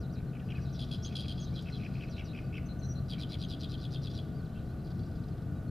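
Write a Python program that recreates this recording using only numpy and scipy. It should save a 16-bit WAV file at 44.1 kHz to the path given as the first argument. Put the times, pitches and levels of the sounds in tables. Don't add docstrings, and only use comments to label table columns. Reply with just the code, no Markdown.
import sys
import numpy as np
from scipy import signal
from scipy.fft import rfft, irfft
from scipy.io import wavfile
from scipy.ndimage import map_coordinates

SR = 44100
rng = np.random.default_rng(int(sys.argv[2]) if len(sys.argv) > 2 else 0)


def output_pcm(signal):
    pcm = np.clip(np.atleast_2d(signal).T, -1, 1) * 32767
    wavfile.write(sys.argv[1], SR, np.round(pcm).astype(np.int16))


N = 251370
TIME = np.arange(N) / SR
FREQS = np.maximum(np.fft.rfftfreq(N, 1 / SR), 1)

# (share of length, pitch ratio, level [dB], pulse rate ratio)
RASP_SHAPE = [(0, 1.03, 1, .8), (.3, 1, -0.5, 1), (.75, 1.01, -3, 1.08), (1, 1.1, -10, 1.4)]


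def undb(db):
    return 10 ** (np.asarray(db) / 20)


def level(x, db):
    return x * undb(db) / np.sqrt(np.mean(x ** 2))


def spectrum(points):
    hz, db = np.transpose(points)
    return np.interp(np.log(FREQS), np.log(hz), db)


def noise(gain):
    return level(irfft(rfft(rng.standard_normal(N)) * gain, N), 0)


def wander(size, hz):
    knots = np.arange(size) * hz / SR
    return map_coordinates(rng.standard_normal(1024), [knots], order=3, mode="wrap")


def pan(x, db):
    return x * undb(np.array([[db], [-db]]) / 2)


def add(out, start_s, x):
    i = max(int(start_s * SR), 0)
    out[..., i:i + x.shape[-1]] += x[..., :max(N - i, 0)]


def machinery():
    # (frequency [Hz], mean level [dB])
    tones = [(36.5, -60.5), (67, -58.5), (93.5, -54), (132, -44.5), (162, -50.5), (179, -51.5), (239, -56),
             (299, -63.5), (432, -69), (649, -68)]
    # (frequency [Hz], -3 dB width [Hz], level [dB])
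    air_bands = [(712, 79, -66), (1170.5, 95, -68), (1278, 86, -73.5), (1472.6, 103, -65.5),
                 (1787, 290, -76)]
    # (frequency [Hz], relative density [dB])
    rumble_spectrum = [(13, -46), (22, -16.5), (75, -2.5), (135, -3), (205, -8.5), (233, -10.5),
                       (261, -13.5), (302, -13.5), (385, -20.5), (431, -20.5), (499, -25), (668, -27),
                       (824, -33.5), (1050, -41.5), (1360, -85), (2310, -120)]
    hiss_spectrum = [(900, -1), (2000, -1.5), (3000, -2.5), (5000, -8.5), (7000, -11.5), (10500, -14),
                     (11300, -9), (12000, -12.5), (12550, -10.5), (13200, -13), (15500, -18)]
    # (frequency [Hz], left minus right [dB])
    lean_curve = [(60, 0), (110, 2.0), (200, 3.5), (380, 1.5), (700, -5.5), (1290, 2.5), (2380, -4),
                  (4400, 3), (8120, -1), (15000, -0.5)]
    # (frequency [Hz], side minus mid [dB])
    width_curve = [(40, -39), (150, -21), (300, -21), (700, -10.5), (1400, -10.5), (4000, -15), (8000, 0),
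                   (10300, -5), (11800, -20)]
    rumble_db, hiss_db = -39, -67.5
    waver_db, drift_hz = 2, .486

    hum = np.zeros(N)
    for hz, db in tones:
        phase = 2 * np.pi * np.cumsum(hz + drift_hz * wander(N, 2.99)) / SR
        hum += np.sqrt(2) * np.sin(phase) * undb(db + waver_db * wander(N, 4.056))

    beds = []
    for _ in range(2):
        bed = undb(rumble_db) * noise(undb(spectrum(rumble_spectrum)))
        bed += undb(hiss_db) * noise(undb(spectrum(hiss_spectrum)))
        for hz, width_hz, db in air_bands:
            bed += undb(db) * noise(1 / (1 + (2 * (FREQS - hz) / width_hz) ** 4) ** .5)
        beds.append(bed)

    mid = rfft(beds[0] + hum)
    side = rfft(beds[1]) * undb(spectrum(width_curve))
    lean = undb(spectrum(lean_curve) / 2)
    return irfft(np.array([(mid + side) * lean, (mid - side) / lean]), N)


def scatter(x, t60_s, rise_s, spread, top_hz):
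    t = TIME[:SR]
    envelope = undb(-60 * t / t60_s) * (1 - np.exp(-t / rise_s))
    mid, side = rng.standard_normal((2, SR)) * envelope
    low_pass = signal.butter(2, top_hz, fs=SR, output="sos")
    tail = signal.sosfilt(low_pass, np.array([mid + spread * side, mid - spread * side]))
    return signal.fftconvolve(x, tail / np.sqrt(np.sum(mid ** 2)), axes=1)[:, :N]


def yard(x):
    lag_s, bounce_gain = .00124, .38
    early_db, late_db = -14, -10.5
    direct = irfft(rfft(x) * (1 + bounce_gain * np.exp(-2j * np.pi * FREQS * lag_s)), N)
    early = scatter(x, t60_s=.08, rise_s=.0027, spread=.77, top_hz=8650)
    late = scatter(x, t60_s=.77, rise_s=.0069, spread=.072, top_hz=4830)
    return direct + undb(early_db) * early + undb(late_db) * late


def tick():
    # (time [s], decay to 1/e [s], level [dB])
    ticks = [(1.622, 0.0079, -61)]
    high_pass = FREQS ** 2 / (FREQS ** 2 + 3000 ** 2)
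    low_pass = 1 / (1 + (FREQS / 11000) ** 4)
    out = np.zeros(N)
    for start_s, decay_s, db in ticks:
        add(out, start_s, undb(db) * noise(high_pass * low_pass) * np.exp(-TIME / decay_s))
    return out


def whistle(length_s, first_hz, middle_hz, last_hz, depth):
    size = int(length_s * SR)
    arch = np.polyfit([0, .5, 1], [first_hz, middle_hz, last_hz], 2)
    warble_hz = 160 * (1 + .24 * wander(size, 92.6))
    warble = np.sin(2 * np.pi * np.cumsum(warble_hz) / SR)
    hz = np.polyval(arch, np.arange(size) / size) * (1 + depth * warble + .0089 * wander(size, 917))
    flutter_db = .55 * wander(size, 100) - 31 * depth * warble
    strength = signal.windows.tukey(size, .4) * undb(flutter_db)
    return np.sqrt(2) * strength * np.sin(2 * np.pi * np.cumsum(hz) / SR)


def buzz(shape, length_s, hz, rate, sweep, rough, gate, second_db, third_db,
         rasp_start_db, rasp_ratio, rasp_hz, scatter_db=1.64, clearing_db=0):
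    size = int(length_s * SR)
    u = np.arange(size) / size
    share, *columns = np.transpose(shape)
    pitch, db, pace = (np.interp(u, share, column) for column in columns)
    cycle = np.cumsum(rate * pace) / SR % 1

    bend = sweep * (1 - cycle) ** 3 + rough * wander(size, 2210) + .015 * wander(size, rate)
    phase = 2 * np.pi * np.cumsum(hz * pitch * np.exp(bend)) / SR

    chaos = (wander(size, rasp_hz) + 1j * wander(size, rasp_hz)) / np.sqrt(2)
    rasp = undb(rasp_start_db - clearing_db * u) * chaos
    swing = np.exp(1j * phase) + rasp * np.exp(1j * rasp_ratio * phase)
    voice = 2 * swing / np.sqrt(1 + np.abs(swing) ** 2)

    for k, overtone_db in ((2, second_db), (3, third_db)):
        tone = np.exp(1j * k * phase) * (1 + rasp)
        band = undb(-1.5) * rasp * np.exp(1j * k * rasp_ratio * phase)
        voice = voice + undb(overtone_db) * (tone + band)

    opening = np.sin(np.pi * cycle ** .55) ** gate * signal.windows.tukey(size, .03)
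    return np.imag(voice) * opening * undb(db + scatter_db * wander(size, rate))


def phrase(notes, shape, second_db, third_db, gate, blur_per_db=0, **voice):
    loud_db = -39
    dulling = .52
    out = np.zeros(N)
    for start_s, length_s, hz, rate, db, swell_db in notes:
        softness_db = db - loud_db
        dull_db = dulling * softness_db
        depth = gate * np.clip(2 + blur_per_db * softness_db, .25, 1)
        pace = rate * (1 + .0084 * rng.standard_normal())
        note = buzz(shape, length_s, hz, pace, gate=depth, second_db=second_db + dull_db,
                    third_db=third_db + dull_db, **voice)
        add(out, start_s, note * undb(db + swell_db * np.linspace(-.5, .5, len(note))))
    return out


def far_flock():
    # (time [s], level [dB])
    flock_level = [(0, -91), (.7, -68.5), (2.1, -66), (2.6, -80), (4.5, -75), (4.9, -74), (5.25, -74.5),
                   (5.6, -83)]
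    count, buzz_db = 200, -2
    out = np.zeros(N)
    for k, (when, span, pitch, slope, loud) in enumerate(rng.random((count, 5))):
        start_s = (k + when) / count * N / SR
        hz = 4350 * (.82 + .3 * pitch)
        glide = .393 * slope - .16
        chip = whistle(.008 + .019 * span, hz * (1 + glide), hz, hz * (1 - glide), depth=.016)
        rough = buzz(RASP_SHAPE, .0603, hz, 100, sweep=0, rough=.086, gate=.57, second_db=-41,
                     third_db=-45, rasp_start_db=13, rasp_ratio=.97, rasp_hz=2001)
        add(out, start_s, undb(3.3 * loud) * chip)
        add(out, start_s, undb(buzz_db + 4.8 * loud) * rough)
    return pan(level(out, 0) * undb(np.interp(TIME, *np.transpose(flock_level))), .91)


def far_chatter():
    # (time [s], level [dB])
    chatter = [(4.869, -62.5), (4.903, -64), (4.913, -63), (4.949, -71), (4.992, -63.5), (5.031, -67),
               (5.112, -69), (5.152, -66), (5.237, -65.5), (5.283, -65), (5.377, -67.5), (5.42, -68)]
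    note_s, hz = .014, 3410
    notes = [(start_s, note_s, hz, 1 / note_s, db, 0) for start_s, db in chatter]
    out = phrase(notes, RASP_SHAPE, sweep=.1, rough=.051, gate=.9, second_db=-28, third_db=-45,
                 rasp_start_db=5.5, rasp_ratio=1.3, rasp_hz=1500)
    return pan(out, 1.7)


def glides(notes):
    out = np.zeros(N)
    for start_s, length_s, first_hz, middle_hz, last_hz, db, depth in notes:
        add(out, start_s, undb(db) * whistle(length_s, first_hz, middle_hz, last_hz, depth))
    return out


def call(times, notes):
    out = np.zeros(N)
    for start_s, stretch, db in times:
        for delay_s, length_s, first_hz, middle_hz, last_hz, note_db, depth in notes:
            note = whistle(stretch * length_s, first_hz, middle_hz, last_hz, depth)
            add(out, start_s + stretch * delay_s, undb(db + note_db) * note)
    return out


def chips():
    # (time [s], length [s], start [Hz], middle [Hz], end [Hz], level [dB])
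    chip_notes = [(.088, .036, 3600, 4270, 5230, -71), (.265, .045, 3800, 4300, 3600, -73),
                  (.405, .03, 2120, 1800, 1650, -67), (.45, .041, 4940, 4800, 4700, -75),
                  (.535, .02, 1880, 1730, 1620, -64), (.548, .02, 3600, 4400, 5100, -66),
                  (.552, .025, 2530, 2540, 2400, -53.5), (.578, .022, 1880, 1686, 1560, -62),
                  (.695, .028, 3700, 4100, 4900, -69), (1.52, .042, 2100, 2380, 2500, -69),
                  (2.436, .02, 4070, 4600, 4700, -69), (2.463, .018, 4400, 4620, 4300, -68),
                  (2.974, .025, 4150, 4420, 4500, -63), (3.655, .038, 3600, 3640, 3520, -58.5),
                  (3.965, .038, 3600, 3560, 3630, -57.5), (4.338, .039, 4570, 4670, 4900, -70),
                  (4.38, .036, 4770, 4410, 4200, -68), (4.445, .028, 4850, 4040, 2950, -69),
                  (4.552, .034, 2630, 2720, 2730, -65), (4.68, .056, 3950, 4250, 4600, -74),
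                  (4.79, .018, 4600, 4300, 4100, -71), (4.84, .026, 4900, 4700, 4000, -72),
                  (4.9, .026, 4650, 4550, 4150, -67), (4.995, .051, 4540, 4500, 4750, -68),
                  (5.043, .029, 4900, 5400, 5700, -75), (5.16, .025, 4500, 4480, 4350, -73),
                  (5.315, .02, 4400, 4250, 4100, -72), (5.545, .055, 3850, 3830, 3920, -76),
                  (5.675, .028, 4330, 4300, 4250, -69)]
    warble_share = .0065
    return pan(glides([(*note, warble_share) for note in chip_notes]), 1)


def single_whistles():
    # (time [s], length [s], start [Hz], middle [Hz], end [Hz], level [dB], warble [share of pitch])
    whistle_notes = [(.725, .055, 5970, 5580, 5350, -64, .086),
                     (1.021, 0.043, 5450, 5700, 6140, -56, 0.034),
                     (1.031, 0.045, 6500, 6220, 6750, -53.5, .018),
                     (1.396, 0.028, 6460, 6540, 6260, -59.5, 0.026),
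                     (1.42, 0.036, 6150, 6200, 6380, -59.5, .012),
                     (1.546, .066, 4320, 3850, 3750, -58, .067),
                     (1.555, .05, 3455, 3275, 3200, -56.5, .032), (1.72, .04, 4210, 4130, 3920, -56.5, .04),
                     (1.735, .047, 3460, 3360, 3210, -58, .027),
                     (2.828, 0.04, 6150, 5960, 6150, -59.5, .045),
                     (2.853, .04, 6100, 6100, 6000, -67, .015),
                     (2.883, 0.048, 5950, 5800, 5770, -55.5, .01),
                     (3.436, .028, 6300, 6340, 6350, -70, .008)]
    return pan(glides(whistle_notes), -.9)


def two_note_calls():
    # (delay [s], length [s], start [Hz], middle [Hz], end [Hz], level [dB], warble [share of pitch])
    call_notes = [(0, 0.025, 6000, 6210, 5800, -0.038, 0.0073), (.026, .056, 4350, 4070, 4350, -.5, 0.036)]
    start_s, every_s, db = 2.655, .133, -63.5
    repeats = [(start_s + k * every_s, 1, db) for k in range(3)]
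    return pan(call(repeats, call_notes), 8.5)


def slurred_calls():
    # (delay [s], length [s], start [Hz], middle [Hz], end [Hz], level [dB], warble [share of pitch])
    slur_notes = [(0, 0.024, 6050, 5900, 5700, -2.5, 0.03), (.012, 0.038, 5500, 5000, 4600, -.5, 0.13),
                  (.033, 0.056, 4250, 3870, 4280, 1, 0.062)]
    # (time [s], length ratio, level [dB])
    slur_times = [(0, .8, -67.5), (.122, .88, -67.8), (.618, .95, -66.3), (.724, .9, -64.5),
                  (1.41, 1.05, -62), (2.093, 1.08, -62.8), (2.24, 1.03, -62.8)]
    return pan(call(slur_times, slur_notes), .3)


def hoarse_bird():
    # (share of length, pitch ratio, level [dB], pulse rate ratio)
    churr_shape = [(0, .96, -6, 0.97), (.25, .99, 1.5, 0.94), (0.601, 1.02, 4, 0.96), (.8, .94, 4.5, 0.93),
                   (1, .74, -8, 1)]
    # (time [s], length [s], pitch [Hz], level [dB])
    churr_notes = [(0.146, 0.073, 2400, -71), (0.33, 0.048, 2670, -61.3), (.393, .015, 2750, -60),
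                   (0.484, 0.047, 2695, -55), (0.542, 0.05, 2560, -60), (1.092, 0.056, 2480, -61),
                   (1.24, 0.022, 2530, -59), (1.655, 0.05, 2620, -54), (1.783, .04, 2610, -61),
                   (1.819, 0.058, 2605, -54), (1.938, 0.052, 2570, -59), (1.993, 0.063, 2603, -54),
                   (2.069, 0.026, 2510, -62), (2.165, 0.06, 2680, -52), (2.332, .073, 2597, -52.5),
                   (2.421, 0.018, 2440, -66), (2.525, 0.07, 2617, -51.5), (3.125, 0.038, 2410, -61.5),
                   (3.166, 0.048, 2370, -62), (3.305, 0.064, 2340, -61.5), (4.545, 0.065, 2950, -68.5)]
    # (time [s], base pulse rate [1/s])
    churr_pace = [(.3, 58), (1.8, 78)]
    pace_s, pace_per_s = np.transpose(churr_pace)
    notes = [(start_s, length_s, hz, np.interp(start_s, pace_s, pace_per_s), db, 0)
             for start_s, length_s, hz, db in churr_notes]
    churrs = phrase(notes, churr_shape, sweep=.035, rough=.06, gate=1.15, second_db=-15, third_db=-39,
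                    rasp_start_db=0, rasp_ratio=.98, rasp_hz=1049)
    return pan(churrs, .36)


def near_bird():
    # (time [s], length [s], pitch [Hz], level [dB])
    rasp_notes = [(0.744, 0.05, 3400, -60), (0.791, 0.06, 3280, -44.7), (0.886, 0.02, 3400, -59),
                  (.912, 0.053, 3220, -43.3), (1.047, 0.052, 3230, -49.7), (1.124, 0.026, 3300, -58),
                  (1.153, .072, 3250, -42), (1.222, 0.054, 3230, -52), (1.281, 0.055, 3200, -43.5),
                  (1.377, 0.066, 3230, -53), (3.778, 0.035, 3400, -57), (4.099, 0.07, 3400, -56)]
    # (time [s], pitch [Hz], level [dB], swell start to end [dB])
    trill_notes = [(1.540, 3300, -50.8, -5), (1.716, 3250, -55.2, -3), (3.083, 3170, -44.5, -1),
                   (3.182, 3264, -45, -1), (3.2905, 3260, -45, -2), (3.3855, 3300, -46, -1),
                   (3.485, 3230, -45.5, -8), (3.5935, 3360, -46.7, -3), (3.689, 3340, -46.5, -3),
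                   (3.7995, 3420, -46, 0), (3.9065, 3340, -46, -3), (4.018, 3400, -46.7, -3),
                   (4.1365, 3346, -47, -2)]
    # (share of length, pitch ratio, level [dB], pulse rate ratio)
    trill_shape = [(0, 1.22, -13, 1.51), (.25, 1.23, -3, 1.33), (.55, 1.06, .5, .88), (.8, 1, 1.5, .81),
                   (.89, .98, -4, .83), (1, .94, -8, .85)]
    # (frequency [Hz], gain [dB])
    beak = [(1900, -24), (2600, 3), (3000, 2.5), (3270, 1), (3750, -1.3), (4200, -4.2), (4850, -1.8),
            (5200, -8.5), (5600, -6), (6500, -6), (8000, -7), (9700, -.6), (12000, -3.8), (15000, -16)]
    rasp_rate, trill_rate = 100, 106
    syllable_s, blur_per_db = .069, .07

    rasps = phrase([(start_s, length_s, hz, rasp_rate, db, 0) for start_s, length_s, hz, db in rasp_notes],
                   RASP_SHAPE, sweep=.048, rough=.048, gate=.9, blur_per_db=blur_per_db,
                   second_db=-18.5, third_db=-19.5, rasp_start_db=3, rasp_ratio=1.33, rasp_hz=1598)
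    trill = phrase([(start_s, syllable_s, hz, trill_rate, db, swell_db)
                    for start_s, hz, db, swell_db in trill_notes],
                   trill_shape, sweep=.07, rough=.05, gate=1.45, blur_per_db=blur_per_db,
                   second_db=-19.5, third_db=-21.5, rasp_start_db=5.75, rasp_ratio=1.22, rasp_hz=1552,
                   clearing_db=5.5, scatter_db=2)
    return irfft(rfft(pan(rasps, .64) + pan(trill, 1.4)) * undb(spectrum(beak)), N)


def scene():
    far = far_flock() + far_chatter()
    whistlers = chips() + single_whistles() + two_note_calls() + slurred_calls()
    buzzers = hoarse_bird() + near_bird()
    return machinery() + yard(tick() + far + whistlers + buzzers)


def record(dry):
    fade = np.clip(np.minimum(TIME, TIME[-1] - TIME) / .005, 0, 1)
    return signal.sosfilt(signal.ellip(10, .2, 80, 15500, fs=SR, output="sos"), dry * fade)


dry = scene()
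out = record(dry)
output_pcm(out)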